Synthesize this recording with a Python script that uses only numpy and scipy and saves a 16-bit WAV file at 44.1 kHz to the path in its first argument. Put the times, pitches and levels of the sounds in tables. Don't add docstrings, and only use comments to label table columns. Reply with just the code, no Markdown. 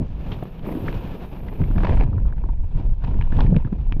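import sys
import numpy as np
from scipy import signal
from scipy.fft import rfft, irfft
from scipy.io import wavfile
from scipy.ndimage import uniform_filter1d

SR = 44100
rng = np.random.default_rng(int(sys.argv[2]) if len(sys.argv) > 2 else 0)


def rack_gain(trim_db):
    fader = np.asarray(trim_db, float)
    return 10 ** (fader / 20)


def wav_record(signal):
    frames = np.transpose(np.atleast_2d(signal))
    bounded = np.clip(frames, -1, 1)
    quanta = np.round(bounded * 32767).astype(np.int16)
    wavfile.write(sys.argv[1], SR, quanta)


N = 176400

# time_s, level_db
GUST_LEVEL = [(0, -22), (.34, -28), (.49, -36.5), (.99, -24.5), (1.2, -34), (1.57, -26), (1.63, -17.5),
              (1.85, -14.5), (2.2, -16), (2.52, -18), (2.7, -24.5), (2.86, -13), (2.95, -23), (3.21, -13),
              (3.27, -20.5), (3.4, -11.5), (3.7, -22.5), (4, -14)]
# time_s, level_db
EDDY_LEVEL = [(0, -15), (.08, -36), (.32, -30), (.58, -38), (.7, -30), (.97, -30.5), (1.2, -41),
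              (1.56, -30.5), (1.62, -14.5), (1.69, -36.5), (1.77, -18.5), (2.05, -25), (2.3, -32),
              (2.66, -39.5), (2.86, -25), (2.95, -47), (3.1, -23), (3.29, -34)]
# time_s, level_db
LATE_EDDY_LEVEL = [(3.29, -34), (3.39, -19), (3.5, -20.5), (3.57, -16), (3.61, -36), (3.66, -33), (3.76, -25.5),
                   (3.82, -37), (4, -27)]
# time_s, rush_level_db, crackle_share_db
RUSH_LEVEL = [(0, -53, 11.5), (.32, -41.5, -50), (.62, -50, -13), (.66, -42, 6.5), (.9, -37.5, -23.5),
              (1.4, -47.5, -1.5), (1.76, -44, -1), (1.84, -36.5, 5.5), (2.02, -41.5, 7), (2.07, -54.5, 8),
              (2.62, -59.5, 1.5), (2.78, -44.5, -32.5), (2.96, -59, -17.5), (3.06, -46, -4.5),
              (3.3, -49, -11), (3.4, -35.5, -1.5), (3.5, -49, 5.5), (4, -54.5, -12)]
# time_s, level_db
TREBLE_LEVEL = [(0, -94.5), (.3, -68), (.62, -74.5), (.68, -58), (.85, -63), (1.3, -68), (1.75, -65.5),
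                (1.84, -74.5), (1.87, -110)]

# pitch_hz, level_db (per Hz)
SWING_TONE = [(12, 8), (27, 9), (98, -6.5), (156, -17), (220, -40.5)]
# pitch_hz, level_db (per Hz)
TUMBLE_TONE = [(80, -6.5), (157, 1), (270, -12.5), (340, -19), (700, -27)]
# pitch_hz, level_db (per Hz)
AIR_TONE = [(350, 1), (900, -7.5), (1250, -12.5), (2000, -20), (2500, -15), (3500, -22), (4300, -29),
            (7500, -44.5)]
# pitch_hz, level_db (per Hz)
HISS_TONE = [(7000, -31.5), (10000, -17), (11200, -18.5), (12100, -3.5), (13200, -14.5), (15200, -15)]
# pitch_hz, level_db (per Hz)
ROAR_TONE = [(170, -4.5), (270, -6.5), (450, -11), (800, -23.5)]
# pitch_hz, level_db (per Hz)
HOLLOW_TONE = [(350, -5), (600, -4), (950, 7.5), (1250, -22)]
# pitch_hz, level_db (per Hz)
CRACKLE_TONE = [(300, 3.5), (1000, -4.5), (1300, -23.5), (2500, -15.5), (3600, -42), (5000, -37.5),
                (7000, -81.5)]
# pitch_hz, level_db (per Hz)
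SLAP_TONE = [(700, 2), (1000, 0), (1400, -2.5), (3400, -18), (5500, -33.5)]
# pitch_hz, level_db
MOUNT_TONE = [(300, 2), (900, 11.5), (2500, -11.5), (3600, -13), (5000, -23.5), (7500, -41)]
# pitch_hz, width_hz, level_db
HOUSING_RINGS = [(950, 102, -7), (1690, 120, -7.5)]

# start_s, peak_db
TICKS = [
    (.434, -50),
    (.668, -53),
    (.755, -56),
    (.836, -55),
    (.871, -56),
    (1.26, -60),
]
# start_s, peak_db
SLAPS = [(0.453, -38), (0.749, -37), (1.615, -36), (1.76, -34), (1.78, -25), (1.804, -29), (1.833, -21.5),
         (1.848, -21.5), (1.868, -20.5), (1.894, -25.5), (1.931, -35), (1.949, -40), (1.974, -31),
         (1.992, -22.5), (2.034, -27.5), (2.279, -44), (2.301, -46), (2.364, -48), (3.038, -29.5),
         (3.074, -37), (3.109, -40), (3.439, -34.5), (3.464, -34), (3.525, -48), (3.584, -43), (3.788, -48),
         (2.084, -46.5), (2.198, -51), (2.38, -42), (3.25, -44), (3.726, -37), (3.964, -41), (.643, -40),
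         (2.6, -51), (3.415, -31.5)]
# start_s, peak_db, pitch_hz, length_s
KNOCKS = [(0.311, -43, 1234, 0.00084), (0.317, -29.5, 3240, 0.015), (0.426, -26.5, 700, 0.0026),
          (0.593, -41.5, 2870, 0.0025), (0.664, -31, 1130, 0.0025), (0.927, -28.5, 2430, 0.0019),
          (1.484, -34, 2030, 0.0042), (1.638, -30, 2220, 0.0037), (1.712, -31.5, 1410, 0.00087),
          (2.13, -35, 1190, 0.0018), (2.181, -35.5, 1360, 0.0048), (2.254, -39.5, 1204, 0.036),
          (2.325, -34.5, 1480, 0.0018), (2.438, -32, 1050, 0.0029), (2.488, -34, 830, 0.0071),
          (3.022, -41.5, 1440, 0.0015), (3.046, -30.5, 2270, 0.0015), (3.141, -36.5, 1700, 0.0038),
          (3.212, -25, 2260, 0.0017), (3.223, -27.5, 2670, 0.0012), (3.322, -29.5, 1710, 0.011),
          (3.368, -30, 3470, .0015), (3.389, -21, 1060, 0.013), (3.4062, -19, 3300, 0.00088),
          (3.545, -36.5, 1600, 0.0035), (3.5645, -18, 2520, 0.0011), (3.648, -34.5, 1700, 0.0047),
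          (3.674, -36.5, 1400, 0.0033), (3.9236, -20, 2430, 0.00093)]
# start_s, peak_db, pitch_hz
JOLTS = [(0.424, -25, 340), (0.452, -31.5, 393), (0.642, -36, 312), (0.674, -21, 262), (0.711, -23, 273),
         (0.801, -22, 258), (0.824, -26, 250), (0.84, -23.5, 269), (0.887, -29, 425), (1.045, -32, 247),
         (1.601, -24, 250), (1.616, -20, 255), (1.702, -22, 250), (1.758, -25, 297), (1.794, -30, 283),
         (1.834, -28.5, 363), (1.994, -21.5, 277), (2.031, -21, 257), (2.083, -38, 246), (2.178, -35, 348),
         (2.44, -30, 308), (2.487, -29, 253), (2.795, -28, 263), (3.15, -27.5, 258), (3.213, -36, 249),
         (3.326, -24, 258), (3.394, -14, 255), (3.526, -14.5, 250), (3.565, -21.5, 250), (3.649, -23, 250),
         (3.672, -27, 251), (3.725, -19.5, 266), (3.771, -39, 347), (3.92, -26, 253), (3.964, -24, 250)]
# start_s, peak_db, pitch_hz
THUMPS = [(0.004, -27.5, 184), (0.318, -18.5, 119), (0.421, -23, 134), (0.669, -23, 265), (0.75, -19, 267),
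          (0.77, -18, 285), (1.043, -23.5, 154), (1.594, -16, 100), (1.699, -23, 91.5), (1.754, -14, 91.1),
          (2.045, -14.5, 116.5), (2.164, -12.5, 103.3), (2.87, -29.5, 120), (3.036, -20, 107),
          (3.36, -9, 85.8), (3.394, -14, 125), (3.52, -4, 160), (3.563, -9, 156.5), (3.646, -15.5, 118.6),
          (3.723, -15, 164.6), (0.822, -19.5, 103), (.95, -21, 96.7), (1.89, -11, 77), (1.972, -17, 87.4),
          (2.085, -13, 91.6), (2.125, -11.5, 83), (2.229, -20.5, 83.4), (2.748, -17.5, 114),
          (3.188, -17, 94.6), (3.437, -10, 109), (3.77, -17.5, 51.7), (3.916, -23, 92),
          (3.962, -20.5, 140.4)]

BLOCK_S, SHUT_FROM_S, SHUT_TO_S = 256 / 48000, 1.7915, 2.01


def evened(x):
    return x / np.sqrt(np.mean(x ** 2) + 1e-20)


def read(points, hz):
    f, db = np.transpose(points)
    f = np.r_[f[0] / 2, f, f[-1] * 1.3, f[-1] * 4]
    db = np.r_[db[0] - 30, db, db[-1] - 25, db[-1] - 90]
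    return np.interp(np.log(hz + 1), np.log(f + 1), db)


def curve(rows, column=1):
    rows = np.array(rows)
    return np.interp(np.arange(N) / SR, rows[:, 0], rows[:, column])


def add(mix, start_s, sound):
    part = mix[round(start_s * SR):][:len(sound)]
    part += sound[:len(part)]


def colour(x, points):
    hz = np.fft.rfftfreq(len(x), 1 / SR)
    return irfft(rfft(x) * rack_gain(read(points, hz)), len(x))


def lumps(per_s):
    smoother = np.hanning(round(SR / per_s / 1.5))
    return evened(signal.oaconvolve(rng.standard_normal(N), smoother, "same"))


def ring(x, hz, width_hz):
    r = np.exp(-np.pi * width_hz / SR)
    return signal.lfilter([1 - r, 0, r - 1], [1, -2 * r * np.cos(2 * np.pi * hz / SR), r * r], x)


def wind(points, level_db, lumpy_db):
    noise = colour(rng.standard_normal(N), points) * rack_gain(lumpy_db)
    return rack_gain(level_db) * evened(noise)


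def puffs(events, rise_s, points):
    loudness, t = np.zeros(N), np.arange(900) / SR
    for start_s, db in events:
        add(loudness, start_s, rack_gain(db) * t / rise_s * np.exp(1 - t / rise_s))
    return 0.5 * loudness * evened(colour(rng.standard_normal(N), points))


def self_noise():
    tone = [(3000, -6.0), (6000, -12), (8000, -24), (11500, -29), (13000, -45.5)]
    level_db = -78.5 + 0.35 * (curve(RUSH_LEVEL) + 48)
    return wind(tone, level_db, 1.5 * lumps(60) + 2.4 * lumps(8))


def open_treble(fine):
    hiss = wind(HISS_TONE, curve(TREBLE_LEVEL), 1.0 * lumps(50))
    roar = wind(ROAR_TONE, curve(TREBLE_LEVEL) + 25, 1.8 * fine)
    return hiss + roar


def ticks():
    return puffs(TICKS, 0.002, [(7000, -12), (11000, -7), (13000, 0), (15300, -4)])


def hollow_rush(fine, quick):
    shut = np.clip((np.arange(N) / SR - SHUT_FROM_S) / (SHUT_TO_S - SHUT_FROM_S), 0, 1)
    return shut * wind(HOLLOW_TONE, curve(RUSH_LEVEL) - 4, 5.0 * fine + 3.0 * quick)


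def air_rush(fine, quick):
    return wind(AIR_TONE, curve(RUSH_LEVEL) - 1.5, 1.4 * fine + 1.8 * quick)


def crackle():
    snaps_per_s, spread_db, fade_s = 240, 3.0, 0.0012
    chance = snaps_per_s / SR * rack_gain(6.0 * lumps(42))
    size = rack_gain(spread_db * np.minimum(rng.exponential(1, N), 3.5))
    snaps = size * (rng.random(N) < chance)
    t = np.arange(1024) / SR
    noise = signal.oaconvolve(snaps, np.exp(-t / fade_s))[:N] * rng.standard_normal(N)
    level_db = curve(RUSH_LEVEL) + curve(RUSH_LEVEL, column=2)
    return rack_gain(level_db) * evened(colour(noise, CRACKLE_TONE))


def strap():
    start_s, length_s, peak_db = 0.879, 0.009, -26
    out, u = np.zeros(N), np.arange(0, 1, 1 / SR / length_s)
    hz = 1150 * (1 + 1.5 * u ** 2)
    noise = rng.standard_normal(2000)
    smooth = uniform_filter1d(uniform_filter1d(noise, size=9), size=9)
    rough = 1 + 0.95 * smooth[:len(u)]
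    squeak = np.sin(np.pi * u ** 0.79) * rough * np.sin(2 * np.pi * np.cumsum(hz) / SR)
    add(out, start_s, rack_gain(peak_db) * squeak)
    return out


def buckle():
    start_s, pitch_hz, peak_db, fade_60db_s = 3.93, 2330, -54, 0.15
    out, t = np.zeros(N), np.arange(5000) / SR
    loudness = rack_gain(peak_db - 60 * t / fade_60db_s) * np.minimum(t / 0.004, 1)
    add(out, start_s, loudness * np.sin(2 * np.pi * pitch_hz * t))
    return out


def slaps():
    return puffs(SLAPS, 0.0021, SLAP_TONE)


def knocks():
    out, t = np.zeros(N), np.arange(3000) / SR
    for start_s, db, hz, length_s in KNOCKS:
        fade = np.exp(-t / max(length_s, 5e-4)) + rack_gain(-21) * np.exp(-t / 0.009)
        shape = np.minimum(t / 0.00033, 1) * fade
        click = 0.86 * np.exp(-t / 0.00042) * np.sin(2 * np.pi * hz * t)
        rattle = (rng.standard_normal(3000) + click) * shape
        narrow = ring(ring(rattle, hz, 0.28 * hz), hz, hz)
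        body = narrow + rack_gain(-9) * ring(rattle, hz, 2 * hz)
        body = colour(np.roll(body, 100), MOUNT_TONE) * signal.windows.tukey(3000, 0.06)
        add(out, start_s - 100 / SR, rack_gain(db) * body / abs(body).max())
    return out


def gear():
    return crackle() + knocks() + slaps() + buckle() + strap()


def in_housing(sound):
    return sound + sum(rack_gain(db) * ring(sound, hz, width_hz) for hz, width_hz, db in HOUSING_RINGS)


def jolts():
    out, cycles = np.zeros(N), 0.7
    for start_s, db, hz in JOLTS:
        u = np.arange(2000) / SR * hz / cycles
        loudness = rack_gain(db + 1.5) * (u * np.exp(1 - u)) ** 1.57
        add(out, start_s + 0.0011, loudness * np.cos(2 * np.pi * cycles * u))
    return out


def thumps():
    out, cycles = np.zeros(N), 1.3
    fade_out = signal.windows.tukey(8000, 0.5)[4000:]
    for start_s, db, hz in THUMPS:
        u = np.arange(4000) / SR * hz / cycles
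        loudness = rack_gain(db) * np.e * u * np.exp(-u - 0.12 * u ** 2) * fade_out
        add(out, start_s, loudness * np.sin(2 * np.pi * cycles * u * (1.15 - 0.055 * u)))
    return out


def buffeting(slow, quick):
    gusts = wind(SWING_TONE, curve(GUST_LEVEL), 1.2 * slow + 1.4 * quick)
    eddy_db = curve(EDDY_LEVEL + LATE_EDDY_LEVEL[1:]) - 2.5
    return gusts + wind(TUMBLE_TONE, eddy_db, 2.2 * quick + 0.8 * slow)


def scene():
    slow, quick, fine = lumps(6.2), lumps(15), lumps(60)
    background = self_noise() + open_treble(fine) + ticks() + hollow_rush(fine, quick)
    harness = in_housing(air_rush(fine, quick) + gear())
    pressure = jolts() + thumps() + buffeting(slow, quick)
    return (background + harness + pressure)[None]


def block_starts(from_s, to_s):
    return np.round(np.arange(from_s, to_s, BLOCK_S) * SR).astype(int)


def filter_clicks(dry):
    jumps, faint = np.zeros(N), np.zeros(N)
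    at = block_starts(SHUT_FROM_S, SHUT_TO_S)
    jumps[at] = rack_gain(-33) * rng.uniform(0.24, 1, len(at)) * dry[0, at] / 0.35
    idle = block_starts(SHUT_TO_S, N / SR - BLOCK_S)
    faint_db = -60.5 + 8.8 * np.tanh(2 * lumps(18)[idle])
    faint[idle] = rack_gain(faint_db) * rng.uniform(0.2, 1, len(idle)) * dry[0, idle] / 0.11
    shutting = colour(jumps, [(5500, -6), (8000, 0), (11000, -3), (13500, -9)])
    return shutting + colour(faint, [(6000, -4.5), (9000, -3.5), (15300, -2.5)])


def low_pass(x):
    return signal.sosfilt(signal.butter(12, 15350, fs=SR, output="sos"), x)


def record(dry):
    ceiling = 0.46
    mix = ceiling * np.tanh(dry / ceiling) + filter_clicks(dry)
    return low_pass(mix)


dry = scene()
out = record(dry)
wav_record(out)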